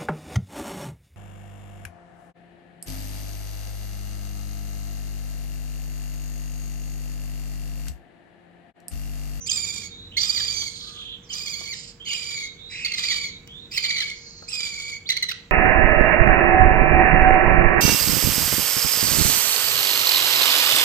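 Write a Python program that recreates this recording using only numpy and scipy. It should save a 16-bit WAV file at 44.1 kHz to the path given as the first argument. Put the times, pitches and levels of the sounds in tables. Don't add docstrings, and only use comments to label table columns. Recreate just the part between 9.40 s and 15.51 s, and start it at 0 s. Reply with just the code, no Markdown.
import sys
import numpy as np
from scipy import signal
from scipy.fft import rfft, irfft, next_fast_len
from scipy.io import wavfile
from scipy.ndimage import uniform_filter1d, map_coordinates

SR = 44100
rng = np.random.default_rng(int(sys.argv[2]) if len(sys.argv) > 2 else 0)


def unload_audio(sound):
    columns = np.transpose(np.atleast_2d(sound))
    steps = np.round(np.clip(columns, -1, 1) * 32767)
    wavfile.write(sys.argv[1], SR, steps.astype(np.int16))


N = 269451
PUSH_HZ = 15.4

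# t/s, pitch/Hz, level/dB
CALLS = [
    [(.058, 2190, -21.5), (.092, 2626, -34), (.115, 2482, -24), (.19, 2373, -30.5), (.28, 2380, -31),
     (.43, 2331, -39), (.49, 2130, -41.5)],
    [(.765, 2209, -28), (.815, 2388, -24.5), (.835, 2430, -23), (1.0, 2384, -26), (1.15, 2323, -28.5),
     (1.24, 2278, -30.5), (1.3, 2147, -26.5)],
    [(1.885, 2300, -32.5), (1.92, 2387, -38), (1.945, 2433, -34), (2.1, 2345, -29.5), (2.22, 2250, -37),
     (2.315, 2237, -32), (2.35, 1980, -36)],
    [(2.643, 2158, -39.5), (2.72, 2350, -30), (2.8, 2398, -35), (2.96, 2299, -33.5), (2.99, 2234, -31),
     (3.09, 2175, -39)],
    [(3.55, 2475, -30), (3.63, 2396, -29.5), (3.675, 2380, -28.5), (3.705, 2314, -25.5), (3.765, 2340, -27),
     (3.81, 2289, -30.5), (3.86, 2265, -31), (3.905, 2008, -36)],
    [(4.303, 2302, -44.5), (4.345, 2632, -26.5), (4.42, 2370, -32), (4.495, 2277, -26), (4.64, 2241, -32),
     (4.71, 2221, -35), (4.76, 2160, -44)],
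    [(5.075, 2304, -24), (5.1, 2704, -33.5), (5.145, 2466, -30), (5.27, 2342, -32), (5.35, 2276, -36),
     (5.52, 2266, -37.5), (5.59, 2205, -41)],
]
# time of one push/s, pitch dip/share of pitch, clearing time of the hoarse onset/s
CALL_PUSHES = [(.118, 0.046, 0.023), (0.836, 0.057, 0.047), (1.948, .08, 0.042), (2.718, 0.038, 0.045),
               (3.584, 0.039, 0.118), (4.379, .022, .08), (5.14, 0.051, 0.039)]
# fundamental/dB, third partial/dB, low rasp/dB, high rasp/dB
CALL_TIMBRES = [(-7, 0, -56, -41.5), (-14, -9.5, -44.5, -41), (-7.5, -7.5, -55, -45.5), (-2, -4, -47, -44),
                (-2.5, -9, -43, -42.5), (-1, -12, -42.5, -46), (-1.5, -4, -49, -44.5)]
# t/s, length/s, first pitch/Hz, last pitch/Hz, relative level/dB
CRACKS = [(0.765, 0.022, 1976, 2187, -21), (0.964, 0.03, 2064, 1920, -29.5),
          (0.991, 0.023, 1910, 1600, -31), (2.323, 0.025, 2152, 1734, -33.5),
          (3.446, .011, 2214, 2013, -19), (3.456, 0.0098, 2010, 2380, -23),
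          (3.479, 0.0087, 1990, 2150, -31.5), (3.517, 0.0096, 2060, 2175, -23.5),
          (3.533, 0.022, 2130, 1980, -24.5), (3.579, 0.0095, 2060, 1950, -24),
          (3.634, 0.014, 1915, 2050, -24), (3.683, 0.0087, 2130, 2180, -22),
          (3.698, 0.0115, 2083, 2200, -21.5), (3.707, 0.032, 2087, 1748, -26),
          (4.373, 0.0124, 1923, 2277, -18.5), (4.437, 0.02, 1985, 2160, -22),
          (4.504, 0.011, 1905, 2117, -22), (4.563, 0.014, 1916, 2125, -25.5),
          (4.577, 0.02, 1996, 1936, -27), (4.601, 0.011, 1990, 2040, -21), (4.614, 0.019, 1940, 1470, -28),
          (5.228, .01, 2410, 2160, -27), (5.689, 0.0091, 2200, 1906, -20), (5.697, 0.016, 1877, 2033, -17),
          (5.715, 0.015, 2253, 1680, -24), (5.765, 0.013, 1900, 2195, -21), (5.823, 0.014, 2082, 1880, -19),
          (5.834, 0.012, 2007, 1920, -26.5), (5.885, 0.015, 2052, 1746, -23.5),
          (5.898, 0.012, 2010, 2060, -31.5), (5.91, 0.014, 1794, 1044, -26.5)]
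# f/Hz, level/dB
HIGH_RASP_COLOUR = [(2500, -9), (3700, 8), (4500, 5), (5300, 4), (6200, 2), (7300, 2.5), (8300, -3),
                    (9500, -9.5), (10800, -20), (12500, -14), (14500, -31), (16000, -56)]


def amp(db):
    return 10 ** (np.asarray(db) / 20)


def unit(x):
    return x / np.sqrt(np.mean(x ** 2) + 1e-20)


def along(points, hz):
    f, v = np.transpose(points)
    return np.interp(np.log(hz + 1), np.log(f + 1), v)


def curves(rows, t):
    s, *cols = np.transpose(rows)
    return [np.interp(t, s, c) for c in cols]


def wobble(rate, size):
    knots = rng.standard_normal(int(size * rate / SR) + 4)
    return map_coordinates(knots, [np.arange(size) * rate / SR])


def filtered(x, response):
    m = next_fast_len(N + SR // 2)
    return irfft(rfft(x, m) * response(np.fft.rfftfreq(m, 1 / SR)), m)[..., :N]


def noise(colour):
    return unit(filtered(rng.standard_normal(N), lambda hz: amp(along(colour, hz))))


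def add(track, s, sound):
    part = track[max(0, round(s * SR)):][:len(sound)]
    part += sound[:len(part)]


def phase_of(hz):
    return 2 * np.pi * np.cumsum(hz) / SR


def background(rumble_db=-4, air_db=-58):
    hum_tones = [(172.3, -63.5), (471.5, -62.5)]
    rumble_swell = [(0, -45), (1.2, -46), (1.3, -47.5), (3.2, -49.5), (3.8, -45.5), (5.2, -50),
                    (6.05, -49.5)]
    rumble_colour = [(15, -46), (30, 0), (48, 4.5), (70, -1.5), (120, 2), (190, 0.5), (260, -6), (450, -13),
                     (900, -49.5)]
    air_colour = [(100, -32), (350, 0), (700, -7.5), (2500, -9.5), (5000, -22), (7600, -14.5), (8800, -44),
                  (15000, -30)]

    def wide(colour, side_db):
        return unit(noise(colour) + amp(side_db) * np.outer([1, -1], noise(colour)))
    t = np.arange(N) / SR
    drone = (92.4, np.interp(t, [1.2, 1.35], [-52.5, -63]))
    hum = sum(amp(db) * np.sqrt(2) * np.sin(phase_of(hz + 0.3 * wobble(4.23, N)))
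              for hz, db in hum_tones + [drone])
    rumble = amp(curves(rumble_swell, t)[0] + rumble_db) * wide(rumble_colour, side_db=-15)
    return hum + rumble + amp(air_db) * wide(air_colour, side_db=-3)


def shifting_reflections(x, response, count=12):
    out, hop = np.zeros((2, N)), N // count + 1
    for centre in range(0, N + hop, hop):
        i = np.arange(max(0, centre - hop), min(N, centre + hop))
        part = x[i] * np.cos(np.pi / 2 * (i - centre) / hop)
        for track, answer in zip(out, response()):
            add(track, i[0] / SR, signal.fftconvolve(part, answer / np.linalg.norm(answer)))
    return out


def room(x, predelay_s=.003):
    decay_times = [(300, 0.057), (2200, 0.55), (4500, 0.4), (8000, 0.38), (15000, 0.022)]

    def tail():
        hz, t, spectrum = signal.stft(rng.standard_normal((2, SR // 2)), SR, nperseg=256)
        fade = amp(-60 * t / along(decay_times, hz)[:, None])
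        reverb = signal.istft(spectrum * fade, SR, nperseg=256)[1]
        return np.pad(reverb, ((0, 0), (int(predelay_s * SR), 0)))
    return shifting_reflections(x, tail)


def table_scatter(x, fade_s=0.0012):
    t = np.arange(SR // 50) / SR
    return shifting_reflections(x, lambda: rng.standard_normal((2, len(t))) * t * np.exp(-t / fade_s))


def direct_path(x):
    left_lead = [(0, 1.8), (1200, 1.82), (2300, 0.78), (4400, 4.18), (5600, 8.44), (9700, 7.45),
                 (15000, 14)]
    sides = np.array([[.5], [-.5]])
    return filtered(x, lambda hz: np.exp(1j * along(left_lead, hz) * sides))


def taps(events, colour, t60, gain_db):
    envelope, t = np.zeros(N), np.arange(SR // 4) / SR
    for s, db in events:
        add(envelope, s, amp(db + gain_db - 60 * t / t60))
    return envelope * noise(colour)


def feeding():
    knocks = [(1.223, -47.5), (2.212, -47), (5.024, -47.5)]
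    knock_colour = [(80, -50), (300, 12), (600, 2), (1200, 6), (3000, -29), (8000, -52)]
    ticks = [(3.4464, -35), (4.075, -26), (4.376, -34)]
    tick_colour = [(1000, 0.5), (4000, 0), (8000, -7.5), (11000, -40), (15000, -7)]
    return (taps(knocks, knock_colour, t60=0.048, gain_db=10)
            + taps(ticks, tick_colour, t60=0.016, gain_db=-9))


def small_throat(x, edge_hz=1200):
    return filtered(x, lambda hz: 1 / (1 + (edge_hz / (hz + 1)) ** 10))


def wheezes(fade_db_per_s=36, resonance_db=5, flutter_db=1.5):
    # t/s, length/s, level/dB, low edge/Hz, high edge/Hz, resonance spacing/Hz
    breaths = [(1.1, 0.67, -35.5, 3080, 13700, 2164), (2.306, 0.24, -38.5, 2120, 9000, 2460),
               (3.281, 0.28, -40, 2470, 8500, 2580), (4.694, 0.51, -42, 4200, 7070, 2210)]
    out = np.zeros(N)
    for s, length, db, low_hz, high_hz, pipe_hz in breaths:
        def windpipe(hz):
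            resonances = amp(resonance_db * np.cos(2 * np.pi * hz / pipe_hz))
            return resonances / (1 + (low_hz / (hz + 1)) ** 20 + (hz / high_hz) ** 20)
        n = int(length * SR)
        air = unit(filtered(noise(HIGH_RASP_COLOUR), windpipe))[:n]
        level_db = db - fade_db_per_s * np.arange(n) / SR + flutter_db * wobble(62.5, n)
        add(out, s, air * amp(level_db) * signal.windows.tukey(n, .5))
    return out


def whistles(flutter_db=2, gain_db=5.3, husk=0.42):
    # t/s, length/s, first pitch/Hz, last pitch/Hz, relative level/dB, jitter/share of pitch
    notes = [(0, 0.069, 5970, 6230, -45.5, 0.027), (0.084, 0.022, 3050, 3196, -32, 0.024),
             (0.095, 0.01, 6300, 6500, -29, 0.016), (0.478, 0.25, 3644, 3857, -49, 0.0068),
             (0.71, 0.076, 2770, 3310, -49.5, 0.061), (0.774, 0.035, 4090, 3600, -32, 0.18),
             (0.807, 0.025, 5820, 5550, -33.5, 0.06), (1.123, 0.12, 6600, 6100, -40.5, 0.034),
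             (1.302, 0.26, 4255, 4045, -47, 0.14), (1.383, 0.28, 1219, 1204, -55, 0.056),
             (1.515, 0.29, 3420, 3324, -45, 0.0786), (1.82, 0.078, 7060, 4880, -64, 0.061),
             (1.895, 0.044, 3240, 2950, -41.5, 0.012), (1.927, 0.017, 6000, 5310, -36, 0.14),
             (2.593, 0.072, 3050, 3330, -49, 0.025), (2.649, 0.127, 3070, 2860, -37, 0.046),
             (2.931, 0.23, 3800, 3811, -51.5, 0.0091), (3.149, 0.29, 3330, 4070, -50, 0.024),
             (3.283, 0.28, 2116, 2655, -41, 0.092), (3.873, 0.12, 4030, 3806, -49, 0.013),
             (4.053, 0.25, 2816, 3820, -50, 0.029), (4.79, 0.34, 4440, 4250, -55.5, 0.026),
             (5.653, 0.038, 2660, 4650, -42.5, 0.01)]
    out = np.zeros(N)
    for s, length, first_hz, last_hz, db, jitter in notes:
        n = int(length * SR)
        pitch = last_hz + (first_hz - last_hz) * np.linspace(1, 0, n) ** 2
        phase = phase_of(pitch * (1 + jitter * wobble(1000, n)))
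        tone = np.sin(phase) * amp(flutter_db * wobble(172, n))
        skirt = husk * wobble(900, n) * np.cos(phase)
        add(out, s, amp(db + gain_db) * unit(tone + skirt) * signal.windows.tukey(n, .5))
    return out


def beak_sizzle(voice, flicker_db=2.2):
    colour = [(10500, -4.5), (12500, 4.5), (14300, 6), (16000, 3)]
    ride = [(0, -25.5), (2.1, -18.5), (3, -33), (3.7, -34.5), (4.38, -16), (4.7, -68), (5.9, -17.5)]
    drive = np.sqrt(np.abs(uniform_filter1d(voice ** 2, size=130)))
    level_db = curves(ride, np.arange(N) / SR)[0] + flicker_db * wobble(45, N)
    return amp(level_db) * drive * noise(colour)


def timing(call):
    start, end = call[0][0], call[-1][0]
    return start, np.arange(int((end - start) * SR)) / SR - (end - start) / 2


def pumping(push_s, start, size):
    t = start + np.arange(size) / SR
    return 2 / np.pi - np.abs(np.sin(np.pi * PUSH_HZ * (t - push_s)))


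def airflow(low_fade_db_per_s=22, high_fade_db_per_s=12, squawk_db=-19, push_db=4):
    low, high = np.zeros(N), np.zeros(N)
    for call, (push_s, _, _), (_, _, low_db, high_db) in zip(CALLS, CALL_PUSHES, CALL_TIMBRES):
        s, past_middle = timing(call)
        n = len(past_middle)
        flow = signal.windows.tukey(n, .3) * amp(push_db * pumping(push_s, s, n))
        add(low, s, flow * amp(low_db - low_fade_db_per_s * past_middle))
        add(high, s, flow * amp(high_db - high_fade_db_per_s * past_middle))
    for s, length, _, _, db in CRACKS:
        add(low, s, amp(db + squawk_db) * signal.windows.tukey(int(2 * length * SR), .5))
    return low, high


def rasp(grain_db=3, sputter_db=3.5, low_db=2.5, high_db=1.5):
    low_colour = [(900, -40), (1200, -6), (1720, -11.5), (2000, 4.5), (2400, -18.5), (3100, 10),
                  (3600, 5.5), (4400, 2), (5500, -33), (8000, -23)]
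    low, high = airflow()
    puffs = unit(amp(grain_db * wobble(400, N) + sputter_db * wobble(110, N)))
    return puffs * (low * amp(low_db) * noise(low_colour) + high * amp(high_db) * noise(HIGH_RASP_COLOUR))


def squawks(arch=0.034, jitter=.024, shimmer_db=1, growl=0.37):
    throat = [(1000, 4), (2000, 0.5), (2800, 9), (4000, 5), (4450, 8.5), (5300, -1), (6200, -6.5),
              (10500, -24.5), (14000, -31)]
    out = np.zeros(N)
    for s, length, first_hz, last_hz, db in CRACKS:
        n = int(length * SR)
        pitch = np.linspace(first_hz, last_hz, n) + arch * first_hz * np.sin(np.linspace(0, np.pi, n))
        phase = phase_of(pitch * (1 + jitter * wobble(1100, n)))
        first, *upper = [amp(along(throat, k * pitch) + shimmer_db * wobble(600, n)) * np.sin(k * phase)
                         for k in range(1, 8)]
        tone = first + sum(upper) * (1 + growl * wobble(817, n) * np.sin(phase / 2))
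        add(out, s, amp(db) * unit(tone) * signal.windows.tukey(n, 0.61))
    return out


def begging(settling=0.29, uneven=.35, push_db=3, catch_db=4.5, shimmer_db=2.8, mellow_db_per_s=21):
    half_tones = [-30, -14, -19]
    waver, jitter, hoarse_onset = 0.01204, .013, .055
    throat_hz, half_width_hz = 4680, 400
    out = np.zeros(N)
    for call, (push_s, dip, clear_s), (first_db, third_db, _, _) in zip(CALLS, CALL_PUSHES, CALL_TIMBRES):
        s, past_middle = timing(call)
        n = len(past_middle)
        age = np.arange(n) / SR
        pitch, level_db = curves(call, s + age)
        strain = 1 + settling * np.linspace(1, -1, n)
        push = strain * pumping(push_s, s, n) * (1 + uneven * wobble(PUSH_HZ, n))
        pitch = pitch * (1 - dip * push + waver * wobble(110, n))
        roughness = jitter + hoarse_onset * np.exp(-age / clear_s)
        phase = phase_of(pitch * (1 + roughness * wobble(700, n)))
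        fundamental_db = first_db + mellow_db_per_s * past_middle
        octave_db = -10 * np.log10(1 + ((2 * pitch - throat_hz) / half_width_hz) ** 2)
        partials_db = [fundamental_db, octave_db, third_db, third_db - 20, third_db - 31, third_db - 31]
        tone = sum(amp(db + shimmer_db * wobble(297.6, n)) * np.sin(k * phase)
                   for k, db in enumerate(partials_db, 1))
        for k, db in enumerate(half_tones):
            tone += amp(db + 5 * wobble(90, n)) * np.sin((k + .5) * phase + 0.54 * wobble(700, n))
        catches_db = catch_db * np.maximum(wobble(150.7, n), 0)
        add(out, s, tone * amp(level_db + push_db * push - catches_db) * signal.windows.tukey(n, .09))
    return out


def scene():
    head_turn = [(0, -1.5), (1.8, -1.5), (4.3, 0), (6, 0.5)]
    voice = begging() + small_throat(squawks())
    contacts = feeding()
    near = voice + rasp() + wheezes() + small_throat(whistles()) + contacts
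    heard = amp(-.5) * direct_path(near) + amp(-8) * table_scatter(near) + amp(-10.5) * room(near)
    heard += np.array([beak_sizzle(voice), beak_sizzle(voice)])
    pan = amp(np.outer([.5, -.5], curves(head_turn, np.arange(N) / SR)[0]))
    return pan * heard + background()


def record(dry, top_hz=15850):
    port_balance = [(200, 0), (450, -2), (1200, 2), (2300, -1.5), (3600, -6), (5600, -8.5), (7400, -5.5),
                    (9000, 3), (11000, 4), (13000, -3), (15000, -6)]
    sides = np.array([[.5], [-.5]])
    return filtered(dry, lambda hz: amp(sides * along(port_balance, hz)) * (hz < top_hz))


dry = scene()
out = record(dry)
unload_audio(out)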